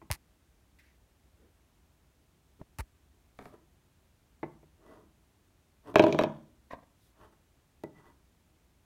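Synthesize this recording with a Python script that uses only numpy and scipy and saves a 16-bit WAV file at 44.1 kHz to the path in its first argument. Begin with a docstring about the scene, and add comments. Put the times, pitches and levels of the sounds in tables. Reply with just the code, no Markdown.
"""Vinyl figure on a wooden desk

A hollow vinyl figure pops out of its thin plastic tray, is stood on a desk and scrapes into place.
It topples and clatters against a second figure, the wood booming under the crack of the shell,
then is picked up and stood again. Early on, the hand bumps the camera: close thumps, a creak
of the grip, finger scuffs. The room is small and quiet."""
import sys
import numpy as np
from scipy import signal
from scipy.fft import rfft, irfft, next_fast_len
from scipy.io import wavfile

SR = 44100
rng = np.random.default_rng(int(sys.argv[2]) if len(sys.argv) > 2 else 0)


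def wrap_up_sound(samples):
    """Save the sound to the file named by the first command line argument, as 16-bit audio."""
    columns = np.atleast_2d(samples).T
    # keep every value between -1 and 1, then stretch to whole-number steps
    tamed = np.clip(columns, -1, 1)
    steps = np.round(tamed * 32767).astype(np.int16)
    wavfile.write(sys.argv[1], SR, steps)


N = 390272
TIME = np.arange(N) / SR
RING = np.arange(SR // 3) / SR  # time axis of one hit

# room rumble and microphone hiss: f/Hz, level/dB
ROOM_TONE = [(12, -59.5), (20, -25.5), (41, -8), (65, 1), (113, -9.5), (145, -10), (203, -13.5), (345, -16),
             (510, -23), (637, -21.5), (1250, -26.5), (3700, -31.5), (4890, -34.5), (6290, -33.5),
             (15800, -38.5)]
# decay of the room: f/Hz, t60/s
ROOM_T60 = [(100, 0.82), (300, 0.25), (800, 0.41), (2000, 0.34), (5000, 0.053), (12000, 0.042)]
# colour of the room's tail: f/Hz, level/dB
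ROOM_COLOUR = [(60, -8.5), (150, 6), (600, -5), (1200, -0.5), (2500, -5.5), (5000, 0), (14000, -4.5)]
# the held figure lands on its feet: t/s, desk/dB, desk tilt/(dB/octave), shell/dB, legs/dB, tick/dB
TAPS = [(0.016, -27, -11, -28.5, -48, -66), (4.4301, -8.5, -5.5, -12.5, -45, -57),
        (4.629, -32, -5, -41, -60, -62), (7.8365, -10.5, -6, -18.5, -29.5, -33.5)]
# modes of the desk top: f/Hz, level/dB, t60/s
DESK_MODES = [(116.9, -27.5, .2), (153, -16, 0.45), (219.9, -22, 0.62), (254, -13.5, .18),
              (325, -4.5, 0.13), (342, -2.5, 0.1), (401.8, -3.5, .14), (422.4, -8.5, 0.11),
              (538, -16.5, 0.24), (617, -0.5, 0.078), (638, -3.5, .06), (689, -13, 0.051),
              (799, -9.5, 0.059), (841, -12, 0.066), (961, -6, .04)]
# colour of the vinyl shell in the hand: f/Hz, level/dB
HELD_SHELL = [(120, -4.5), (400, -0.5), (600, -2), (800, 8.5), (1000, 4), (1300, -8.5), (1800, -12),
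              (2040, -5), (2300, -9.5), (2650, -15.5), (3100, -24), (3700, -26.5), (5000, -35),
              (15000, -47.5)]
# modes of the legs: f/Hz, level/dB, t60/s
LEG_MODES = [(1980, -2.5, 0.13), (1975, -6, 0.066)]
# bright tick of hard plastic: f/Hz, level/dB
TICK = [(1500, -9), (4000, 8), (6000, -1.5), (8000, -6.5), (10000, -11), (12000, -4.5), (16000, -13)]
# the hand bumps the camera: t/s, thump/dB, thump rise/s, case knock/dB, click/dB
BUMPS = [(0.1026, -27.5, .012, -12.5, -16), (2.6132, -37.5, 0.002, -23, -42),
         (2.787, -31.5, .017, -25, -36)]
# modes of the camera case: f/Hz, level/dB, t60/s
CASE_MODES = [(146.5, -7, 0.027), (321, 5, 0.0086), (623, -3, 0.032), (920, 2.5, 0.0096)]
# colour of the grip slipping on the case: f/Hz, level/dB
CREAK = [(500, -29), (1050, 6.5), (1450, -2.5), (1950, 6.5), (3500, -4), (4700, 2), (7500, -5), (9800, 2.5),
         (11000, -3.5), (13000, -1), (16000, -14)]
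# a finger scuffs the case: t/s, hold/s, level/dB
SCUFFS = [(0.1187, 0.039, -56), (2.786, 0.02, -41)]
# colour of a scuff: f/Hz, level/dB
SCUFF_COLOUR = [(300, 4.5), (700, -7.5), (900, 6.5), (1030, -2), (1200, 5), (1500, -7.5), (1900, 3),
                (2250, -2), (2750, -5), (3150, -19), (4200, -10), (6500, -18), (9500, -12), (15000, -21)]
# light rustles of plastic and skin: peak t/s, rise/s, fall/s, crinkle/dB, hiss/dB
RUSTLES = [(0.789, .002, 0.026, -63, -72), (.85, 0.027, 0.082, -71, -84), (3.45, 0.081, .07, -77, -71.5),
           (6.722, 0.014, 0.017, -58, -70.5), (7.055, .07, .054, -90, -73.5)]
# midrange of a rustle: f/Hz, level/dB
CRINKLE = [(900, -36), (1500, -5.5), (2000, 2), (3000, -12), (6000, -18), (15000, -54)]
# airy top of a rustle: f/Hz, level/dB
HISS = [(2000, -16), (3500, 10), (7000, 2), (9500, 5.5), (14000, 3), (16000, -1)]
# the palm shifts on the case: peak t/s, rise/s, fall/s, level/dB
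PALM_SHIFTS = [(1.42, .04, 0.078, -66), (2.606, 0.011, 0.022, -55.5)]
# colour of skin on the case: f/Hz, level/dB
PALM_COLOUR = [(80, -11), (220, -0.5), (480, -2.5), (750, -23), (1500, -20), (6000, -48)]
# the tray flexes: t/s, pop/dB, crackle/dB
TRAY_POPS = [(3.3885, -19.5, -40), (3.4128, -30, -58), (3.4235, -34, -69), (3.455, -23.5, -43)]
# modes of the thin tray: f/Hz, level/dB, t60/s
TRAY_MODES = [(275, -3, 0.14), (298, 1, 0.094), (412, 5.5, 0.08), (660, 4, 0.03), (714, 9.5, 0.04),
              (938, 1.5, 0.075), (1270, 14, 0.011), (1504, 1.5, 0.03), (1880, 4, 0.027), (2260, 7.5, 0.011),
              (3560, -9, 0.01), (6960, -8, 0.0129)]
# the figure scrapes over the desk: peak t/s, rise/s, fall/s, desk/dB, shell/dB, legs/dB
SLIDES = [(3.542, 0.014, .014, -53.5, -60.5, -80), (4.915, 0.08, 0.094, -54.5, -61.5, -75),
          (5.894, .032, .024, -45.5, -52.5, -70), (7.238, 0.057, 0.036, -61, -59, -82.5),
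          (7.33, 0.006, 0.01, -66, -65, -90), (7.996, 0.04, .019, -64, -63, -65),
          (8.075, 0.039, 0.038, -67.5, -62.5, -76)]
# the loose figure tumbles: t/s, desk/dB, desk tilt/(dB/octave), shell/dB, shell tilt/(dB/octave),
# first flight/s, rebounds (rounded to a count)
KNOCKS = [(5.942, -12, 2.5, -22.5, -9.5, 0, 0), (5.9574, 10, 4, 6.5, -8, 0, 0),
          (5.995, 13, 3.5, 3.5, -4.5, .0438, 3.5), (6.1256, -4.5, -7, -10.5, 5, 0, -0.5),
          (6.146, 0, 2, -21, -3, 0, 0.5), (6.1896, 6.5, 8.5, 0, -4.5, .0469, 1),
          (6.213, 0.5, 1, -7.5, -11, 0, -0.5)]
# crowded, well damped modes of the loose shell: f/Hz, level/dB
LOOSE_SHELL = [(300, -24.5), (700, -5), (970, 2.5), (1180, -6), (1600, 1), (1870, -10.5), (2430, 5),
               (2700, -6), (3250, 0.5), (3500, -9), (3850, -2.5), (4600, -15.5), (6200, -14), (8000, -32.5),
               (16000, -55.5)]
# the few shell modes that ring on: f/Hz, level/dB, t60/s
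SHELL_MODES = [(1612, -4, 0.081), (1676, -3, .1), (2368, 2, .07), (2535, -0.5, .09), (3180, -3.5, .08),
               (3375, -5, 0.06), (3890, -2, .06)]
# fingertips catch on the head: peak t/s, half length/s, level/dB
RUBS = [(6.712, .005, -45.5), (6.736, 0.016, -43.5), (6.789, 0.0037, -56), (6.834, 0.0058, -59)]
# modes of the gripped head: f/Hz, level/dB, t60/s
HEAD_MODES = [(697, 2.5, 0.05), (786.54, -5, 0.034), (1007, 9, 0.03), (1086, -0.5, 0.031),
              (1610, -1, 0.034), (1850, 0, 0.018), (3500, -3, .006)]

HAND_DAMPING_DB_PER_S = 122  # pressing the figure down chokes the desk's ring


def amp(db):
    return 10 ** (np.asarray(db) / 20)


def unit_rms(x):
    return x / np.sqrt(np.mean(x ** 2) + 1e-20)


def struck(x):
    """Scale a hit so that its first 7 ms hold unit energy."""
    return x / np.linalg.norm(x[:SR // 140])


def along(points, hz):
    """Read a curve of (f/Hz, value) points on a log frequency axis."""
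    f, value = np.transpose(points)
    return np.interp(np.log(hz + 1), np.log(f), value)


def add(track, s, x):
    """Mix x into the track from time s."""
    start = max(round(s * SR), 0)
    track[start:start + len(x)] += x[:N - start]


def filtered(x, response):
    """Equalise x with a gain curve over frequency."""
    size = next_fast_len(len(x) + SR // 5)
    hz = np.fft.rfftfreq(size, 1 / SR)
    return irfft(rfft(x, size) * response(hz), size)[:len(x)]


def noise(spectrum, size):
    """Coloured noise of rms 1."""
    return unit_rms(filtered(rng.standard_normal(size), lambda hz: amp(along(spectrum, hz))))


def ring(modes, tilt_db=0, travel=0, attack=.0001):
    """Damped modes, weighted anew by each point of contact; a soft contact tilts them to the bass."""
    hz, db, t60 = np.transpose(modes)[:, :, None]
    level = db + rng.standard_normal(hz.shape) + tilt_db * np.log2(hz / hz[0])
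    t = np.maximum(RING - travel * np.sqrt(hz[0] / hz), 0)  # low bending waves travel slowest
    waves = amp(level - 60 * t / t60) * np.sin(2 * np.pi * hz * t)
    onset = 1 - np.exp(-t / attack)
    return struck(np.sum(waves * onset, axis=0))


def burst(spectrum, t60, tilt_db=0):
    """Modes so many and so damped that they make a short crack of coloured noise."""
    tilted = [(hz, db + tilt_db * np.log2(hz)) for hz, db in spectrum]
    return struck(noise(tilted, len(RING)) * amp(-60 * RING / t60))


def swell(s, rise, fall):
    """The pressure of one stroke, peaking at s."""
    width = np.where(TIME < s, rise, fall)
    return np.exp(-np.minimum(((TIME - s) / width) ** 2, 50))


def friction(body, grain_db):
    """Countless tiny slips of uneven size drive a body's ring."""
    slips = rng.standard_normal(N)
    grain = np.repeat(rng.standard_normal(N // 64 + 1), 64)[:N]
    return unit_rms(signal.fftconvolve(slips * amp(grain_db * grain), body)[:N])


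def in_room(x, wet_db):
    """The direct sound and a diffuse tail whose treble dies first."""
    hz, t, spectra = signal.stft(rng.standard_normal(SR * 2 // 3), SR, nperseg=256)
    fade_db = along(ROOM_COLOUR, hz)[:, None] - 60 * t / along(ROOM_T60, hz)[:, None]
    tail = signal.istft(spectra * amp(fade_db), SR, nperseg=256)[1]
    tail *= 1 - np.exp(-(np.arange(len(tail)) / SR / 0.002) ** 2)  # the walls answer a moment later
    response = amp(wet_db) * tail / np.linalg.norm(tail)
    response[0] += 1
    return signal.fftconvolve(x, response)


def room_tone():
    """A steady bed of low room rumble and microphone hiss."""
    return amp(-66.5) * noise(ROOM_TONE, N)


def desk_ring(tilt_db):
    """The desk top booms, but radiates little deep bass."""
    low_cut = signal.butter(4, 110, "high", fs=SR, output="sos")
    boom = ring(DESK_MODES, tilt_db, travel=0.0015, attack=0.0004)
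    return struck(signal.sosfilt(low_cut, boom))


def foot_taps():
    """The feet land softly; the hand damps desk and shell, and the legs ring on."""
    out = np.zeros(N)
    soften = signal.butter(2, 3200, fs=SR, output="sos")
    for s, desk_db, desk_tilt_db, shell_db, legs_db, tick_db in TAPS:
        desk = amp(desk_db) * desk_ring(desk_tilt_db) * amp(-HAND_DAMPING_DB_PER_S * RING)
        shell = amp(shell_db) * burst(HELD_SHELL, t60=0.049, tilt_db=1.0)
        legs = amp(legs_db) * ring(LEG_MODES)
        tick = amp(tick_db) * burst(TICK, t60=0.0096, tilt_db=4.5)
        add(out, s, in_room(signal.sosfilt(soften, desk + shell) + legs + tick, wet_db=-16.5))
    return out


def thump(rise):
    """A soft push on the camera swells and dies, its pitch sinking as it fades."""
    from_hz, to_hz, sag_s = 163, 42, 0.013
    hz = to_hz + (from_hz - to_hz) * np.exp(-RING / sag_s)
    envelope = (RING / rise * np.exp(1 - RING / rise)) ** 2.3
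    return envelope * np.sin(2 * np.pi * np.cumsum(hz) / SR)


def camera_bumps():
    """The hand hits the camera: a low thump, a knock of the case and a click on top."""
    out = np.zeros(N)
    for s, thump_db, rise, case_db, click_db in BUMPS:
        knock = amp(case_db) * ring(CASE_MODES, travel=0.0012, attack=0.0008)
        click = amp(click_db) * burst(CREAK, t60=0.021, tilt_db=-7.5)
        add(out, s, amp(thump_db) * thump(rise) + knock + click)
    return out


def slip_click(spectrum):
    """One clean slip: the minimum-phase pulse with this spectrum."""
    size = len(RING)
    gain = amp(along(spectrum, np.fft.rfftfreq(size, 1 / SR)))
    cepstrum = irfft(np.log(gain), size)
    cepstrum[1:size // 2] *= 2
    cepstrum[size // 2 + 1:] = 0
    return struck(irfft(np.exp(rfft(cepstrum)), size))


def grip_creak():
    """The grip lets go of the case in a run of slips, ever quicker and weaker."""
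    s, first_gap_s, gap_ratio = .1144, .008, .87
    first_db, fade_db = -6, 8.5
    out = np.zeros(N)
    for k in range(8):
        slip = slip_click(CREAK) + amp(-10) * burst(CREAK, t60=0.0083)
        add(out, s, amp(first_db - fade_db * np.log2(k + 1)) * slip)
        s += first_gap_s * gap_ratio ** k
    return out


def finger_scuffs():
    """A fingertip catches on the case with a snap, drags briefly and snaps free."""
    attack_s, release_s, snap_over_drag_db = 0.0022, 0.0048, 20.5
    drag = noise(SCUFF_COLOUR, N)
    out = np.zeros(N)
    for s, hold, db in SCUFFS:
        attack = np.clip((TIME - s) / attack_s, 0, 1)
        release = np.exp(-np.clip((TIME - s - hold) / release_s, 0, 50))
        out += amp(db) * attack * release * drag
        for edge in (s, s + hold):
            add(out, edge, amp(db + snap_over_drag_db) * burst(SCUFF_COLOUR, t60=0.014, tilt_db=1.5))
    return out


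def rustles():
    """Plastic and skin brush in light swells of crinkle and hiss."""
    crinkle, hiss = noise(CRINKLE, N), noise(HISS, N)
    strokes = sum(swell(s, rise, fall) * (amp(crinkle_db) * crinkle + amp(hiss_db) * hiss)
                  for s, rise, fall, crinkle_db, hiss_db in RUSTLES)
    return in_room(strokes, wet_db=-17)[:N]


def palm_shifts():
    """The palm moves on the case with a soft, dark brush."""
    pressure = sum(amp(db) * swell(s, rise, fall) for s, rise, fall, db in PALM_SHIFTS)
    return pressure * noise(PALM_COLOUR, N)


def tray_pops():
    """The thin tray pops and crackles as the figure leaves it, farther back on the desk."""
    out = np.zeros(N)
    for s, pop_db, crackle_db in TRAY_POPS:
        pop = amp(pop_db) * ring(TRAY_MODES, travel=0.00228)
        crackle = amp(crackle_db) * burst(TICK, t60=0.022)
        add(out, s, in_room(pop + crackle, wet_db=-10))
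    return out


def slides():
    """The feet stick and slip on the wood: desk and hand-damped shell rasp, and the legs sing."""
    desk = friction(desk_ring(tilt_db=-3) * amp(-HAND_DAMPING_DB_PER_S * RING), grain_db=3)
    shell = friction(burst(HELD_SHELL, t60=.006), grain_db=3.5)
    shell += amp(-19) * friction(burst(TICK, t60=0.0032), grain_db=4.5)  # fine grit on top
    legs = friction(ring(LEG_MODES), grain_db=4.5)
    out = np.zeros(N)
    for s, rise, fall, desk_db, shell_db, legs_db in SLIDES:
        out += swell(s, rise, fall) * (amp(desk_db) * desk + amp(shell_db) * shell + amp(legs_db) * legs)
    return in_room(out, wet_db=-12.5)[:N]


def blow(desk_db, desk_tilt_db, shell_db, shell_tilt_db):
    """One hit booms in the desk, cracks and rings in the shell; a harder spot ticks more."""
    desk = amp(desk_db) * desk_ring(desk_tilt_db)
    crack = burst(LOOSE_SHELL, t60=.02, tilt_db=shell_tilt_db)
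    buzz = amp(-18.5) * burst(LOOSE_SHELL, t60=0.11, tilt_db=shell_tilt_db)
    modes = amp(-10.5) * ring(SHELL_MODES, tilt_db=shell_tilt_db + 1)
    tick_db = (desk_db + shell_db) / 2 - 25 + 0.5 * shell_tilt_db
    tick = amp(tick_db) * burst(TICK, t60=0.017)
    return desk + amp(shell_db) * (crack + buzz + modes) + tick


def tumble():
    """The figure hits and rebounds, each flight shorter and each landing softer and duller."""
    restitution, desk_loss_db, shell_loss_db, dulling_db_per_octave = .62, 4.5, 7.5, 0.5  # per rebound
    out = np.zeros(N)
    for s, desk_db, desk_tilt_db, shell_db, shell_tilt_db, flight, rebounds in KNOCKS:
        for k in range(round(rebounds) + 1):
            hit = blow(desk_db - k * desk_loss_db, desk_tilt_db - k * dulling_db_per_octave,
                       shell_db - k * shell_loss_db, shell_tilt_db)
            add(out, s, in_room(hit, wet_db=-15.5))
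            s += flight * restitution ** k
    return out


def skitter():
    """The rolling figure chatters finely on the wood, and its limbs graze it after each knock."""
    chatter = friction(burst(LOOSE_SHELL, t60=.008, tilt_db=5.5), grain_db=4.5)
    out = amp(-56) * swell(6.06, rise=.06, fall=0.2) * chatter
    for s, _, _, shell_db, *_ in KNOCKS:
        for delay_s in rng.uniform(.012, .036, size=2):
            graze = burst(LOOSE_SHELL, t60=0.027, tilt_db=1.5)
            tick = amp(-11) * burst(TICK, t60=0.0088)
            add(out, s + delay_s, amp(shell_db - 23) * (graze + tick))
    return in_room(out, wet_db=-9)[:N]


def head_rubs():
    """Fingertips catch on the hollow head and set it ringing."""
    pressure = sum(amp(db) * swell(s, half, half) for s, half, db in RUBS)
    rub = friction(ring(HEAD_MODES), grain_db=6.5)
    return in_room(pressure * rub, wet_db=-17)[:N]


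def scene():
    """Mono mix: the figure plays in the room; camera handling comes dry through the case."""
    figure = tumble() + skitter() + foot_taps() + slides() + head_rubs() + rustles() + tray_pops()
    camera = grip_creak() + finger_scuffs() + camera_bumps() + palm_shifts()
    return (figure + camera + room_tone())[None]


def record(dry):
    """A steep high cut at the camera's band limit."""
    top_hz = 15900
    return filtered(dry[0], lambda hz: 1 / np.sqrt(1 + (hz / top_hz) ** 160))[None]


dry = scene()
out = record(dry)
wrap_up_sound(out)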